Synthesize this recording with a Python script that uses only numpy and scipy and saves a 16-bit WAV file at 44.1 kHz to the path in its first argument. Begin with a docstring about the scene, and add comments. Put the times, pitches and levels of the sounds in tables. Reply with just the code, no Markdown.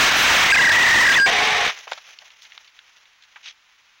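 """Loud thrashing leaves, a harsh squeal, a scrape, then a fading rustle with small cracks.
A small model aircraft ploughs into a treetop, heard from its own overloaded camera.
Leaves beat on its body; the jammed motor squeals, wavering and locking, then cuts out.
The wreck slides to a stop, groaning on a branch; twigs tick against it and the foliage settles."""
import sys
import numpy as np
from scipy import signal
from scipy.fft import rfft, irfft
from scipy.io import wavfile
from scipy.ndimage import uniform_filter1d

SR = 44100
rng = np.random.default_rng(int(sys.argv[2]) if len(sys.argv) > 2 else 0)


def put_to_file(sound):
    """Save the sound as 16-bit audio at rate SR, in the file named by the first command-line argument."""
    columns = np.atleast_2d(sound).T  # one column per channel
    safe = np.clip(columns, -1, 1)
    whole_steps = np.round(safe * 32767)
    wavfile.write(sys.argv[1], SR, whole_steps.astype(np.int16))


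N = 176400  # 4 seconds


def amp(db):
    """Turns decibels into a factor to multiply by."""
    return 10 ** (np.asarray(db) / 20)


def unit(x):
    """Scales a signal to an average strength (rms) of 1."""
    return x / np.sqrt(np.mean(x ** 2) + 1e-20)


def colour(x, points, extra_db=0):
    """Turns lows and highs up or down along a curve of (Hz, dB) points."""
    hz, db = np.transpose(points)
    all_hz = np.fft.rfftfreq(len(x), 1 / SR)
    gain_db = np.interp(np.log(all_hz + 1), np.log(hz + 1), db)
    return irfft(rfft(x) * amp(gain_db + extra_db), len(x))


def level(points):
    """Volume along (seconds, dB) points; silent outside them, unless they reach the scene's edge."""
    times, db = np.transpose(points)
    before_db = db[0] if times[0] < .1 else -120
    after_db = db[-1] if times[-1] > 3.9 else -120
    return amp(np.interp(np.arange(N) / SR, times, db, left=before_db, right=after_db))


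def wander(rate_hz):
    """A smooth random wobble, up to about the given rate."""
    hz = np.fft.rfftfreq(N, 1 / SR)
    return unit(irfft(rfft(rng.standard_normal(N)) / (1 + (hz / rate_hz) ** 4), N))


def add(mix, start, sound):
    """Mixes a sound in at a start time in seconds."""
    part = mix[round(start * SR):][:len(sound)]
    part += sound[:len(part)]


def tone(hz):
    """A pure tone that follows a pitch curve."""
    return np.sqrt(2) * np.sin(2 * np.pi * np.cumsum(hz) / SR)


def rough_tone(hz, jitter, patch_db, rate_hz):
    """A tone whose pitch trembles and whose loudness comes in patches."""
    trembling = tone(hz * (1 + jitter * wander(3 * rate_hz)))
    patches = amp(patch_db * np.clip(wander(rate_hz), -2, 2))
    return trembling * unit(patches)


def leaves(per_second, rub, clump_db, clump_hz):
    """Single leaves slap in clumps over the hiss of their rubbing."""
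    clicks = (rng.random(N) < per_second / SR) * rng.choice([-1., 1.], N)
    strength_db = 3 * np.minimum(rng.exponential(1, N), 4)
    slaps = unit(clicks * amp(strength_db))
    hiss = rub * rng.standard_normal(N)
    return (slaps + hiss) * amp(clump_db * wander(clump_hz))


def body_ring_db(share):
    """The aircraft's hollow body strengthens some frequencies and weakens others."""
    # Each row: frequency in Hz, width in Hz, boost or cut in dB at a share of 1.
    resonances = [(450, 90, 7), (760, 330, 6), (2030, 140, -10.5), (3720, 160, 2), (5800, 300, 3)]
    hz = np.fft.rfftfreq(N, 1 / SR)
    return share * sum(db / (1 + (2 * (hz - centre) / width) ** 2) for centre, width, db in resonances)


def thrash():
    """Propeller and wings tear through the leaves."""
    # The surges of thrashing. Each row: time in seconds, level in dB.
    loudness = [(0, 9.5), (.1, -8.5), (.2, -6.5), (.3, -1), (.42, -2), (.52, -12.5), (.65, -12),
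                (.85, -8.5), (1.03, -8), (1.16, -9.5), (1.21, -20), (1.255, -24.5), (1.28, -23)]
    # Its tone colour. Each row: frequency in Hz, gain in dB.
    tone_colour = [(60, -27.5), (350, -30.5), (600, -9.5), (800, -6.5), (1250, -2.5), (2000, 1), (2900, -4),
                   (3800, -5), (4500, -10.5), (6200, -8), (8000, -22.5), (11000, -18), (16000, -17.5)]
    hits = leaves(per_second=2500, rub=0.95, clump_db=3.0, clump_hz=69)
    return level(loudness) * unit(colour(hits, tone_colour, body_ring_db(share=0.26)))


def hiss_and_whistle():
    """The woods hiss faintly throughout, and the recorder adds a thin electronic whistle."""
    # The colour of the hiss. Each row: frequency in Hz, gain in dB.
    tone_colour = [(30, -7.5), (200, -17.5), (580, -17), (950, -4), (2200, 0), (3600, -3), (4600, -6),
                   (6300, -8.5), (7200, -11.5), (8100, -27), (11000, -8.5), (13500, -23), (16000, -16.5)]
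    whistle = rough_tone(hz=15650, jitter=.006, patch_db=2.5, rate_hz=60)
    hiss = unit(colour(rng.standard_normal(N), tone_colour))
    return amp(-57) * hiss + amp(-80) * whistle


def tear():
    """Leaves rip right at the microphone with a bright hiss."""
    # Two quick swells. Each row: time in seconds, level in dB.
    loudness = [(.14, -62), (.17, -14), (.23, -12), (.28, -34), (.36, -18), (.46, -52)]
    # Mostly treble. Each row: frequency in Hz, gain in dB.
    tone_colour = [(60, -38), (2000, -20), (5000, -3), (8000, 2), (12000, 22), (16000, -3.5)]
    return level(loudness) * unit(colour(rng.standard_normal(N), tone_colour))


def motor():
    """The jammed motor wavers and rasps, and drops to a nearly steady note whenever it locks."""
    # The squeal. Each row: time in seconds, unlocked pitch in Hz, base level in dB.
    squeal = [(.44, 2085, -29), (.49, 2000, -22.5), (.51, 2149, -2.5), (.517, 2678, -5.5),
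              (0.529, 2596, -2), (.549, 2454, -8), (.56, 2089, -15.5), (0.589, 1983, -5),
              (.625, 1955, -9.5), (.66, 1919, -8), (.75, 1903, -10.5), (.82, 1909, -9.5), (.9, 1911, -9),
              (.99, 1860, -6), (1.07, 1967, -7.5), (1.105, 1979, -4.5), (1.125, 1983, -14.5),
              (1.15, 2009, -19.5), (1.168, 1972, 1), (1.186, 1735, -9.5), (1.26, 1801, -8),
              (1.272, 1797, -41)]
    # The moments the rotor locks. Each row: start in seconds, length in seconds.
    locks = [(0.522, .021), (0.563, .009), (0.593, .016), (0.641, .007), (0.674, .007), (0.708, .009),
             (1.057, .005), (1.079, .007), (1.098, .017), (1.126, .016), (1.189, .085)]
    # Rough side tones. Each row: multiple of the pitch, level in dB relative to the squeal.
    rasps = [(.5, -12), (1.399, -14.5), (1.92, -10.5)]
    lock_hz, lock_boost_db, glide_seconds, flutter_hz = 1615.4, 3, .003, 31
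    t = np.arange(N) / SR
    times, hz, db = np.transpose(squeal)
    locked = sum(1. * ((t > start) & (t < start + length)) for start, length in locks)
    locked = uniform_filter1d(np.minimum(locked, 1), round(glide_seconds * SR))  # 0 free, 1 locked
    waver = wander(rate_hz=130)
    flutter = np.sin(2 * np.pi * flutter_hz * t + wander(flutter_hz / 2))
    free_pitch = np.interp(t, times, hz) * (1 + .026 * waver + .035 * flutter)
    locked_pitch = lock_hz * (1 + .005 * waver)
    pitch = (1 - locked) * free_pitch + locked * locked_pitch
    note = amp(lock_boost_db * locked) * tone(pitch)
    rasp = sum(amp(rasp_db) * rough_tone(multiple * pitch, jitter=.07, patch_db=8, rate_hz=111.3)
               for multiple, rasp_db in rasps)
    return level(np.transpose([times, db])) * (note + (1 - locked) * rasp)


def shrieks():
    """The squeal leaps up for an instant."""
    # Each row: start in seconds, length in seconds, top pitch in Hz, level in dB.
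    leaps = [(0.603, 0.016, 2747, -9.5), (1.123, 0.01, 2915, -11), (1.139, 0.0128, 3515, -8.5),
             (1.15, .009, 2535, -8), (1.1985, 0.0034, 2986, -5.5)]
    out = np.zeros(N)
    for start, length, hz, db in leaps:
        arch = np.sin(np.pi * np.arange(0, 1, 1 / (length * SR)))
        add(out, start, amp(db) * arch * tone(hz * (.9 + .1 * arch)))
    return out


def slide():
    """Branches scrape the hollow body as it slides down, and make it ring."""
    # The scrape. Each row: time in seconds, level in dB.
    loudness = [(1.255, -24), (1.27, -9.5), (1.298, -12), (1.308, -20), (1.32, -14.5), (1.45, -13.5),
                (1.55, -16.5), (1.655, -16), (1.668, -15), (1.7, -19.5), (1.715, -29), (1.74, -42),
                (1.8, -45)]
    # Its tone colour. Each row: frequency in Hz, gain in dB.
    tone_colour = [(60, -51), (330, -36.5), (450, -12.5), (600, -11), (1050, -6.5), (1400, -6.5), (2050, 3),
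                   (2700, -5), (3700, -5), (4500, -12.5), (6200, -11), (8000, -32), (11000, -19.5),
                   (16000, -31.5)]
    hits = leaves(per_second=1700, rub=1.0, clump_db=1.5, clump_hz=90)
    return level(loudness) * unit(colour(hits, tone_colour, body_ring_db(share=0.58)))


def groan():
    """The body sticks and slips on a branch, which sets off a few wavering tones in it."""
    # The drag over the branch. Each row: time in seconds, pitch in Hz, base level in dB.
    drag = [(1.261, 697, -33), (1.276, 688, -16.5), (1.297, 679.6, -22), (1.309, 718.3, -32),
            (1.34, 734, -23.5), (1.387, 702, -26), (1.451, 754.7, -26.5), (1.519, 748.5, -27),
            (1.62, 707, -27.5), (1.67, 719.6, -35), (1.7, 710, -57)]
    # The body's tones. Each row: multiple of the pitch, relative level in dB.
    body_tones = [(.575, -8.5), (0.999, 0.5), (1.13, -3), (1.55, -4.5), (2.819, -3.5)]
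    times, hz, db = np.transpose(drag)
    pitch = np.interp(np.arange(N) / SR, times, hz)
    ring = sum(amp(tone_db) * rough_tone(multiple * pitch, jitter=.022, patch_db=3, rate_hz=38.75)
               for multiple, tone_db in body_tones)
    return level(np.transpose([times, db])) * ring


def settling():
    """Shaken foliage rustles and dies away."""
    # The uneven fade. Each row: time in seconds, level in dB.
    loudness = [(1.69, -51), (1.72, -36), (1.8, -37.5), (1.86, -41), (1.96, -41.5), (2.04, -47),
                (2.07, -43.5), (2.13, -46), (2.16, -50.5), (2.23, -48), (2.32, -50), (2.41, -53),
                (2.425, -48.5), (2.5, -48), (2.6, -50.5), (2.74, -59.5), (2.82, -53.5), (3, -55),
                (3.2, -59), (3.4, -54), (3.55, -64), (3.75, -59), (4, -60)]
    # The rustle's colour. Each row: frequency in Hz, gain in dB.
    tone_colour = [(60, -21), (250, -29.5), (500, -16), (800, -10.5), (1300, -8.5), (2000, -2.5),
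                   (3300, -3.5), (4600, -10.5), (6200, -3), (7200, -15.5), (8200, -38), (11000, -9.5),
                   (13500, -28), (16000, -15)]
    rustle = leaves(per_second=900, rub=1.5, clump_db=2.5, clump_hz=40)
    return level(loudness) * unit(colour(rustle, tone_colour))


def twigs():
    """Each twig strikes the wreck with a dry crack, a short, faint tail and little bass."""
    # Each row: start in seconds, level in dB before colouring, centre in Hz, spread in octaves,
    # seconds for the crack to fade by 60 dB.
    strikes = [(1.788, -25, 6100, 0.33, 0.014), (1.871, -35.5, 630, 1.2, 0.089),
               (1.877, -28, 1500, 1.1, 0.022), (1.914, -27, 3040, 1.23, 0.083),
               (1.9197, -10.5, 1030, 1.23, 0.0099), (1.925, -29, 910, 0.99, 0.041),
               (1.932, -21.5, 2800, 1.15, 0.02), (1.976, -34, 1820, 1.2, 0.071),
               (2.188, -25, 3800, .55, 0.011), (2.219, -45, 960, 1.1, 0.067),
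               (2.304, -37.5, 2820, 0.63, 0.018), (2.451, -38, 2820, .7, 0.036),
               (2.520, -32, 2500, 0.43, 0.02), (2.577, -26, 2400, 0.82, 0.013),
               (2.645, -44.5, 3200, 1, .03), (2.676, -43.5, 3170, 0.77, 0.055),
               (2.790, -30, 2300, 0.64, 0.011), (3.055, -44.5, 2600, 0.52, 0.029),
               (3.223, -41, 3200, .9, 0.028), (3.236, -45, 3200, .9, 0.056),
               (3.359, -36.5, 1570, 0.77, 0.08)]
    # The colour all cracks share. Each row: frequency in Hz, gain in dB.
    tone_colour = [(60, -28), (200, -22.5), (350, -8.5), (650, 3.5), (2000, 0), (3600, 3), (6200, -3.5),
                   (7200, 0.5), (8100, -20), (11000, 2), (13500, -14), (16000, -11)]
    rise_seconds, tail_seconds, tail_db = .001, .16, -29.5
    out, t = np.zeros(N), np.arange(8192) / SR
    hz = np.fft.rfftfreq(len(t), 1 / SR)
    for start, db, centre_hz, octaves, fade_seconds in strikes:
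        band_db = -10 * np.log10(1 + (np.log2((hz + 1) / centre_hz) / octaves) ** 6)
        noise = irfft(rfft(rng.standard_normal(len(t))) * amp(band_db))
        fade = amp(-60 * t / fade_seconds) + amp(tail_db - 60 * t / tail_seconds)
        shape = np.minimum(t / rise_seconds, 1) * fade
        strength = amp(db) * np.sqrt(np.mean(shape ** 2))
        add(out, start, strength * unit(shape * noise))
    return colour(out, tone_colour)


def brush():
    """Leafy branches brush along the wing, each stroke swelling and fading."""
    # Each row: start in seconds, length in seconds, level in dB, added brightness in dB per octave.
    strokes = [(2.41, 0.046, -41, 9), (3.424, 0.11, -34, 0)]
    # The colour the strokes share. Each row: frequency in Hz, gain in dB.
    tone_colour = [(60, -36), (300, -34), (500, -24), (1000, -18), (1500, -11), (2400, -2.5), (3300, 0),
                   (4600, -7.5), (6200, -5), (8000, -31), (11000, -26), (16000, -35)]
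    out, hz = np.zeros(N), np.fft.rfftfreq(N, 1 / SR)
    for start, length, db, brightness in strokes:
        progress = np.clip((np.arange(N) / SR - start) / length, 0, 1)
        swell = abs(np.sin(np.pi * progress ** .8)) ** 1.43  # peaks a little before halfway
        rubbing = leaves(per_second=3400, rub=1.0, clump_db=3.0, clump_hz=120)
        out += amp(db) * swell * unit(colour(rubbing, tone_colour, brightness * np.log2(hz + 1)))
    return out


def scene():
    """Adds up the crash and the quiet after it, the same in both channels."""
    crash = thrash() + tear() + slide() + groan() + motor() + shrieks()
    aftermath = twigs() + settling() + brush()
    mono = crash + aftermath + hiss_and_whistle()
    return np.array([mono, mono])


def record(dry):
    """The single microphone overloads hard and a little lopsidedly; the recorder dulls the treble."""
    # The recorder's tone colour. 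Each row: frequency in Hz, gain in dB.
    tone_colour = [(20, -2.5), (3000, -1), (6300, -5), (8000, -7.5), (10000, -15.5), (12000, -18.5),
                   (14000, -16.5), (15500, -7.5)]
    ceiling, lopsidedness, lowest_hz, highest_hz = amp(-11.5), .05, 20, 15900
    # Flattening the peaks at four times the sample rate keeps false tones down.
    driven = signal.resample_poly(dry[0], 4, 1) / ceiling + lopsidedness
    flattened = driven / (1 + driven ** 8) ** (1 / 8) - lopsidedness
    overloaded = ceiling * signal.resample_poly(flattened, 1, 4)
    padded = np.concatenate([overloaded, np.zeros(SR)])
    coloured = colour(padded, tone_colour)[:N]
    treble_cut = signal.firwin(511, highest_hz, window=("kaiser", 9), fs=SR)
    rumble_cut = signal.butter(1, lowest_hz, "high", fs=SR, output="sos")
    out = signal.sosfilt(rumble_cut, signal.oaconvolve(coloured, treble_cut, "same"))
    return np.array([out, out])


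dry = scene()
out = record(dry)
put_to_file(out)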